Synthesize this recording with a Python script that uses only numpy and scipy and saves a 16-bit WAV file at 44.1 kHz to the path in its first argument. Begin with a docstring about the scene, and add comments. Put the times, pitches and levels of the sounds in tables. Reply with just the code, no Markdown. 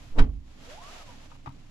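"""Inside a parked car, the engine idles under a low rumble and a rustle of clothes.
The driver's door shuts with a push of air, a latch clatter and a cabin boom.
Then the seat belt is drawn out: webbing hisses through its guide and the reel whines up and down
with the pull. Last, the belt's tongue knocks softly against the trim."""
import sys
import numpy as np
from scipy import signal
from scipy.fft import rfft, irfft
from scipy.io import wavfile
from scipy.ndimage import uniform_filter1d

SR = 44100
rng = np.random.default_rng(int(sys.argv[2]) if len(sys.argv) > 2 else 0)


def log_audio(samples):
    """Write samples as a 16-bit WAV file to the path given in sys.argv[1]."""
    # one column per channel
    frames = np.atleast_2d(samples).T
    # limit to full scale, then quantise
    limited = np.clip(frames, -1, 1)
    pcm = np.round(limited * 32767).astype(np.int16)
    wavfile.write(sys.argv[1], SR, pcm)


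N = 74970
T = np.arange(N) / SR

# Engine throb. Each row: multiple of the firing rate, level in dB.
ENGINE_HARMONICS = [(1, -49), (2, -70), (3, -64), (5, -67), (7, -65)]
# Noise colours. Each row: frequency in Hz, relative spectral level in dB.
CABIN_AIR_EQ = [(20, 7), (60, 4.5), (200, -16), (500, -40), (2000, -36), (7000, -46), (9000, -57),
                (15000, -56)]
RUMBLE_EQ = [(25, 1), (50, -4.5), (90, -8), (200, -26.5), (500, -57)]
WEBBING_EQ = [(300, -3), (600, 3), (1100, 0), (1600, -3), (3000, -3), (5000, -8), (7200, -10),
              (8600, -20.5), (10000, -22), (11300, -18), (12600, -31), (15000, -34.5)]
SEAT_EQ = [(30, -11), (60, 2), (130, 1.5), (200, -3), (280, 1.5), (370, -16), (600, -19.5), (1500, -62)]
SEAL_EQ = [(100, 6.5), (400, 2.5), (600, -5.5), (900, -8), (2000, -25), (4000, -35), (8000, -39),
           (15000, -57)]
# Fader rides. Each row: time in seconds, level in dB.
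RUMBLE_FADER = [(0, -48.5), (.12, -47), (.2, -52), (.4, -56), (.55, -66), (.8, -82)]
WEBBING_FADER = [(0, -59.5), (.03, -56), (.09, -62), (.17, -63), (.28, -72.5), (.43, -70.5), (.49, -64),
                 (.59, -60.5), (.71, -51), (.79, -55), (.93, -51), (1.0, -52.5), (1.05, -56.5), (1.22, -57),
                 (1.33, -60.5), (1.41, -66.5), (1.5, -64), (1.7, -65)]
SEAT_FADER = [(0, -57), (.4, -60), (.47, -55.5), (.53, -59.5), (.59, -51), (.68, -58), (1.02, -61.5),
              (1.12, -53.5), (1.25, -57.5), (1.42, -57.5), (1.56, -54), (1.7, -58.5)]
LOW_WHINE_FADER = [(.72, -70), (.84, -83), (.89, -55), (.96, -66.5), (1.03, -55.5), (1.07, -71.5),
                   (1.105, -63), (1.14, -69.5)]
HOUSING_FADER = [(.6, -89), (.76, -68), (.82, -52), (.87, -63.5), (.95, -62), (1.1, -93)]
# Hits. Each row: start in seconds, gain in dB, treble tilt in dB per octave.
DOOR_CONTACTS = [(.176, -14, -2), (.182, -8.5, -2.5), (.186, -1, -1), (.189, 0.5, 1), (.197, -14, -2.5),
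                 (.218, -16, 1.5), (.238, -21.5, 0.5), (.262, -26.5, -4), (.29, -27.5, -5.5)]  # seal, latch, slam, then the trim settling
TONGUE_KNOCKS = [(1.315, -10, 1.5), (1.352, -19, -6), (1.46, 0.5, 1), (1.468, -2, -.5), (1.473, -2.5, 1.5),
                 (1.49, -14, 6), (1.502, -13, -4)]
# Resonances. Each row: frequency in Hz, level in dB, seconds to fall 60 dB, left minus right in dB.
DOOR_PANEL_MODES = [(130.7, -32.5, 0.52, -1), (166.1, -35, 0.41, -1), (207.6, -37.5, 0.25, -8),
                    (270.7, -27.5, 0.33, -6), (346, -41.5, 0.19, -9), (391, -40, 0.27, 8),
                    (429.7, -28, .2, -12), (520, -35, 0.15, -6), (779, -28, 0.08, 4),
                    (853.3, -31, 0.15, -4), (927, -38, 0.11, 11), (1121, -35.5, 0.17, 6),
                    (1205, -36, 0.12, 6), (1310, -37, 0.089, 7), (1527, -30.5, 0.12, 3.5),
                    (1920, -35, .1, 3), (2330, -40, 0.054, 4), (2686, -35.5, 0.08, -2),
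                    (3178, -42, 0.14, -7), (3850, -40, .08, 3), (4870, -46, 0.071, 3)]
DOOR_SHELL_BANDS = [(60, -34, 0.44, -9), (126, -41, 0.39, 2), (200, -42, 0.39, -5), (275, -39, 0.28, -12),
                    (400, -43.5, 0.23, -7), (595, -47.5, 0.23, -6), (780, -33, 0.071, -6.5),
                    (1300, -39, 0.093, 3), (2580, -42, 0.091, -2.5), (4000, -45, 0.073, 7),
                    (6460, -52.5, 0.072, -9), (8680, -62.5, 0.09, 11), (15000, -75, 0.084, 10)]
CABIN_BOOM_MODES = [(45.8, -21, 0.52, -4), (70.26, -24, 0.5, -2.5)]
TONGUE_RATTLE_BANDS = [(248, -66, .06, -4), (557, -58, 0.058, -3), (720, -54, 0.059, -2),
                       (934, -41, 0.053, 5), (1240, -48, 0.034, 10), (1700, -59, 0.048, 2),
                       (2300, -59.5, 0.076, 1), (4500, -66, .04, -1), (8000, -80, .04, -2),
                       (15000, -86, .03, 9)]
TONGUE_RING_MODES = [(849, -51, 0.052, -11), (943, -42, .07, 1), (1212, -41, 0.071, 4),
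                     (1308, -50, 0.12, 16)]
TRIM_THUD_MODES = [(86, -39, 0.15, 0), (130.6, -32.5, .14, 1), (215, -45, .11, 2), (266, -40, 0.11, 2.2)]
# The reel's upper whine. Each row: time in seconds, pitch in Hz, level in dB.
REEL_WHINE = [(.65, 430.4, -72), (.69, 500.3, -56.5), (.745, 663.4, -55.5), (.78, 825, -51),
              (.81, 1007, -57), (.855, 1142, -53.5), (.905, 1266, -56), (.945, 1385, -86),
              (.995, 1342, -57.5), (1.05, 1102, -64.5), (1.13, 902, -59.5), (1.165, 785, -76)]

SIDES = np.array([[1], [-1]])  # left, right


def undb(db):
    """Decibels to gain."""
    return 10 ** (np.asarray(db) / 20)


def curve(rows, column=1):
    """A column of a table joined by straight lines in time."""
    rows = np.array(rows)
    return np.interp(T, rows[:, 0], rows[:, column])


def pan(db):
    """Stereo gains that put the left side db above the right."""
    gains = undb(SIDES * db / 2)
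    return gains / gains.mean()


def wander(rate_hz):
    """Smooth random drift with a spread of 1."""
    window = max(int(SR / rate_hz), 2)
    drift = rng.standard_normal(N)
    for _ in range(2):
        drift = uniform_filter1d(drift, window, mode="wrap")
    return drift / drift.std()


def width(hz, crossover_hz=785):
    """Side-to-mid ratio of the cabin's sound: narrow bass, wide treble."""
    return np.sqrt(hz / np.hypot(hz, crossover_hz))


def noise(eq, treble_pan_db_per_oct=0):
    """Coloured stereo noise whose top, above 4500 Hz, can lean left."""
    freqs = np.maximum(np.fft.rfftfreq(N, 1 / SR), 1)
    hz, db = np.array(eq).T
    low_cut = 1 / np.sqrt(1 + (hz[0] / 2 / freqs) ** 4)
    gain = undb(np.interp(np.log(freqs), np.log(hz), db)) * low_cut
    mid, side = rfft(rng.standard_normal((2, N))) * gain
    lean = undb(SIDES * treble_pan_db_per_oct / 2 * np.maximum(np.log2(freqs / 4500), 0))
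    return irfft((mid + SIDES * side * width(freqs)) * lean, N) / irfft(mid, N).std()


def ring(start_s, modes, strike_s=0.0015, left_lag_s=0.00024):
    """Decaying modes struck by one soft blow on the driver's side, reaching the right ear first."""
    age = np.maximum(T - start_s - np.array([[left_lag_s], [0]]), 0)
    attack = 1 - np.exp(-age / strike_s)
    return attack * sum(pan(pan_db) * undb(db - 60 * age / t60) * np.sin(2 * np.pi * hz * age)
                        for hz, db, t60, pan_db in modes)


def clatter(hits, bands, attack_s):
    """Dense resonances as third-octave noise bands, kicked by every hit, each dying at its own rate."""
    hz, *columns = np.array(bands).T
    freqs = np.fft.rfftfreq(N, 1 / SR)
    spectra = rfft(rng.standard_normal((2, N)))
    out = 0
    for low in 50 * 2 ** (np.arange(25) / 3):
        high = low * 2 ** (1 / 3)
        if high < hz[0]:
            continue
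        centre = np.sqrt(low * high)
        mid, side = irfft(spectra * ((freqs >= low) & (freqs < high)), N)
        band = (mid + SIDES * side * width(centre)) / mid.std()
        band_db, t60, pan_db = (np.interp(np.log(centre), np.log(hz), column) for column in columns)
        kicks = np.zeros(N)
        for start, hit_db, tilt in hits:
            kicks[int(start * SR)] += undb(band_db + hit_db + tilt * np.log2(centre / 1000)) ** 2
        power = signal.lfilter([1], [1, -undb(-120 / (t60 * SR))], kicks + 1e-20)
        rise = np.exp(-1 / (SR * (attack_s + 0.46 / centre)))  # low bands bloom more slowly
        envelope = signal.lfilter([1 - rise], [1, -rise], np.sqrt(power))
        out = out + pan(pan_db) * envelope * band
    return out


def engine_idle(firing_hz=18.7):
    """The bed: the engine's slow, slightly drifting throb and the cabin's faint air."""
    phase = 2 * np.pi * np.cumsum(firing_hz * (1 + 0.0079 * wander(4.5))) / SR
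    throb = np.sqrt(2) * sum(undb(db) * np.sin(k * phase) for k, db in ENGINE_HARMONICS)
    return pan(-3.3) * throb + undb(-61) * noise(CABIN_AIR_EQ)


def rumble():
    """A low rumble sits around the door's swing and fades away."""
    return pan(-2.5) * noise(RUMBLE_EQ) * undb(curve(RUMBLE_FADER))


def cloth():
    """Sleeves and webbing slide with a fine grain while seat and coat rustle below."""
    grain_db = 0.5 * wander(260) + 1.04 * wander(46)
    hiss = noise(WEBBING_EQ, treble_pan_db_per_oct=4) * undb(curve(WEBBING_FADER) + grain_db)
    rustle = noise(SEAT_EQ) * undb(curve(SEAT_FADER))
    return pan(-1.2) * hiss + pan(-2.9) * rustle


def door_slam(slam_s=0.184, push_s=0.209, push_width_s=0.012, seal_db_per_s=527):
    """The door pushes air in and crushes its rubber seal; the latch strikes, shell and cabin ring."""
    swing = undb(-26) * np.exp(-((T - 0.17) / 0.032) ** 2 / 2)  # a soft swell of pressure
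    push_time = (T - push_s) / push_width_s
    push = undb(-7.5) * push_time * np.exp((1 - push_time ** 2) / 2)  # one cycle of sub-bass
    seal = noise(SEAL_EQ) * undb(-32 - seal_db_per_s * np.abs(T - slam_s))
    panel = undb(1) * ring(slam_s, DOOR_PANEL_MODES)
    shell = clatter(DOOR_CONTACTS, DOOR_SHELL_BANDS, attack_s=0.0013)
    boom = ring(0.218, CABIN_BOOM_MODES)  # the cabin's air answers as the door seats
    return pan(-2.5) * (swing + push) + seal + panel + shell + boom


def rough_tone(phase, roughness=0.6):
    """A grainy tone that the cabin colours differently for each ear."""
    return np.array([(1 + roughness * wander(94)) * np.sin(phase)
                     + roughness * wander(66) * np.cos(phase) for _ in range(2)])


def belt_reel(flutter=0.016, low_ratio=0.535):
    """Two rough tones follow the spool's speed up and back down."""
    hz = curve(REEL_WHINE) * (1 + flutter * wander(146))
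    phase = 2 * np.pi * np.cumsum(hz) / SR
    fade_in = np.clip((T - REEL_WHINE[0][0]) / 0.016, 0, 1)
    fade_out = np.clip((REEL_WHINE[-1][0] - T) / 0.019, 0, 1)
    upper = undb(curve(REEL_WHINE, 2)) * rough_tone(phase)
    lower = undb(curve(LOW_WHINE_FADER)) * rough_tone(low_ratio * phase)
    return np.sqrt(2) * fade_in * fade_out * (upper + lower)


def reel_housing(hz=710, width_hz=60):
    """Shaken by the spool, the reel's case rings at one steady pitch."""
    phase = 2 * np.pi * hz * T
    resonance = [wander(width_hz) * np.sin(phase) + wander(width_hz) * np.cos(phase) for _ in range(2)]
    return undb(curve(HOUSING_FADER)) * np.array(resonance)


def belt_tongue(thud_s=1.473):
    """The belt's tongue rattles on the trim, which answers with a small thud."""
    rattle = clatter(TONGUE_KNOCKS, TONGUE_RATTLE_BANDS, attack_s=0.00063)
    rings = sum(undb(db) * ring(start, TONGUE_RING_MODES) for start, db, _ in TONGUE_KNOCKS)
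    return pan(2) * rattle + rings + ring(thud_s, TRIM_THUD_MODES)


def scene():
    """The full mix, heard from between the front seats."""
    return engine_idle() + rumble() + cloth() + door_slam() + belt_reel() + reel_housing() + belt_tongue()


def record(dry):
    """A steep low-pass shaves off the top above 15.2 kHz."""
    return signal.sosfilt(signal.ellip(8, .2, 70, 15200, fs=SR, output="sos"), dry)


dry = scene()
out = record(dry)
log_audio(out)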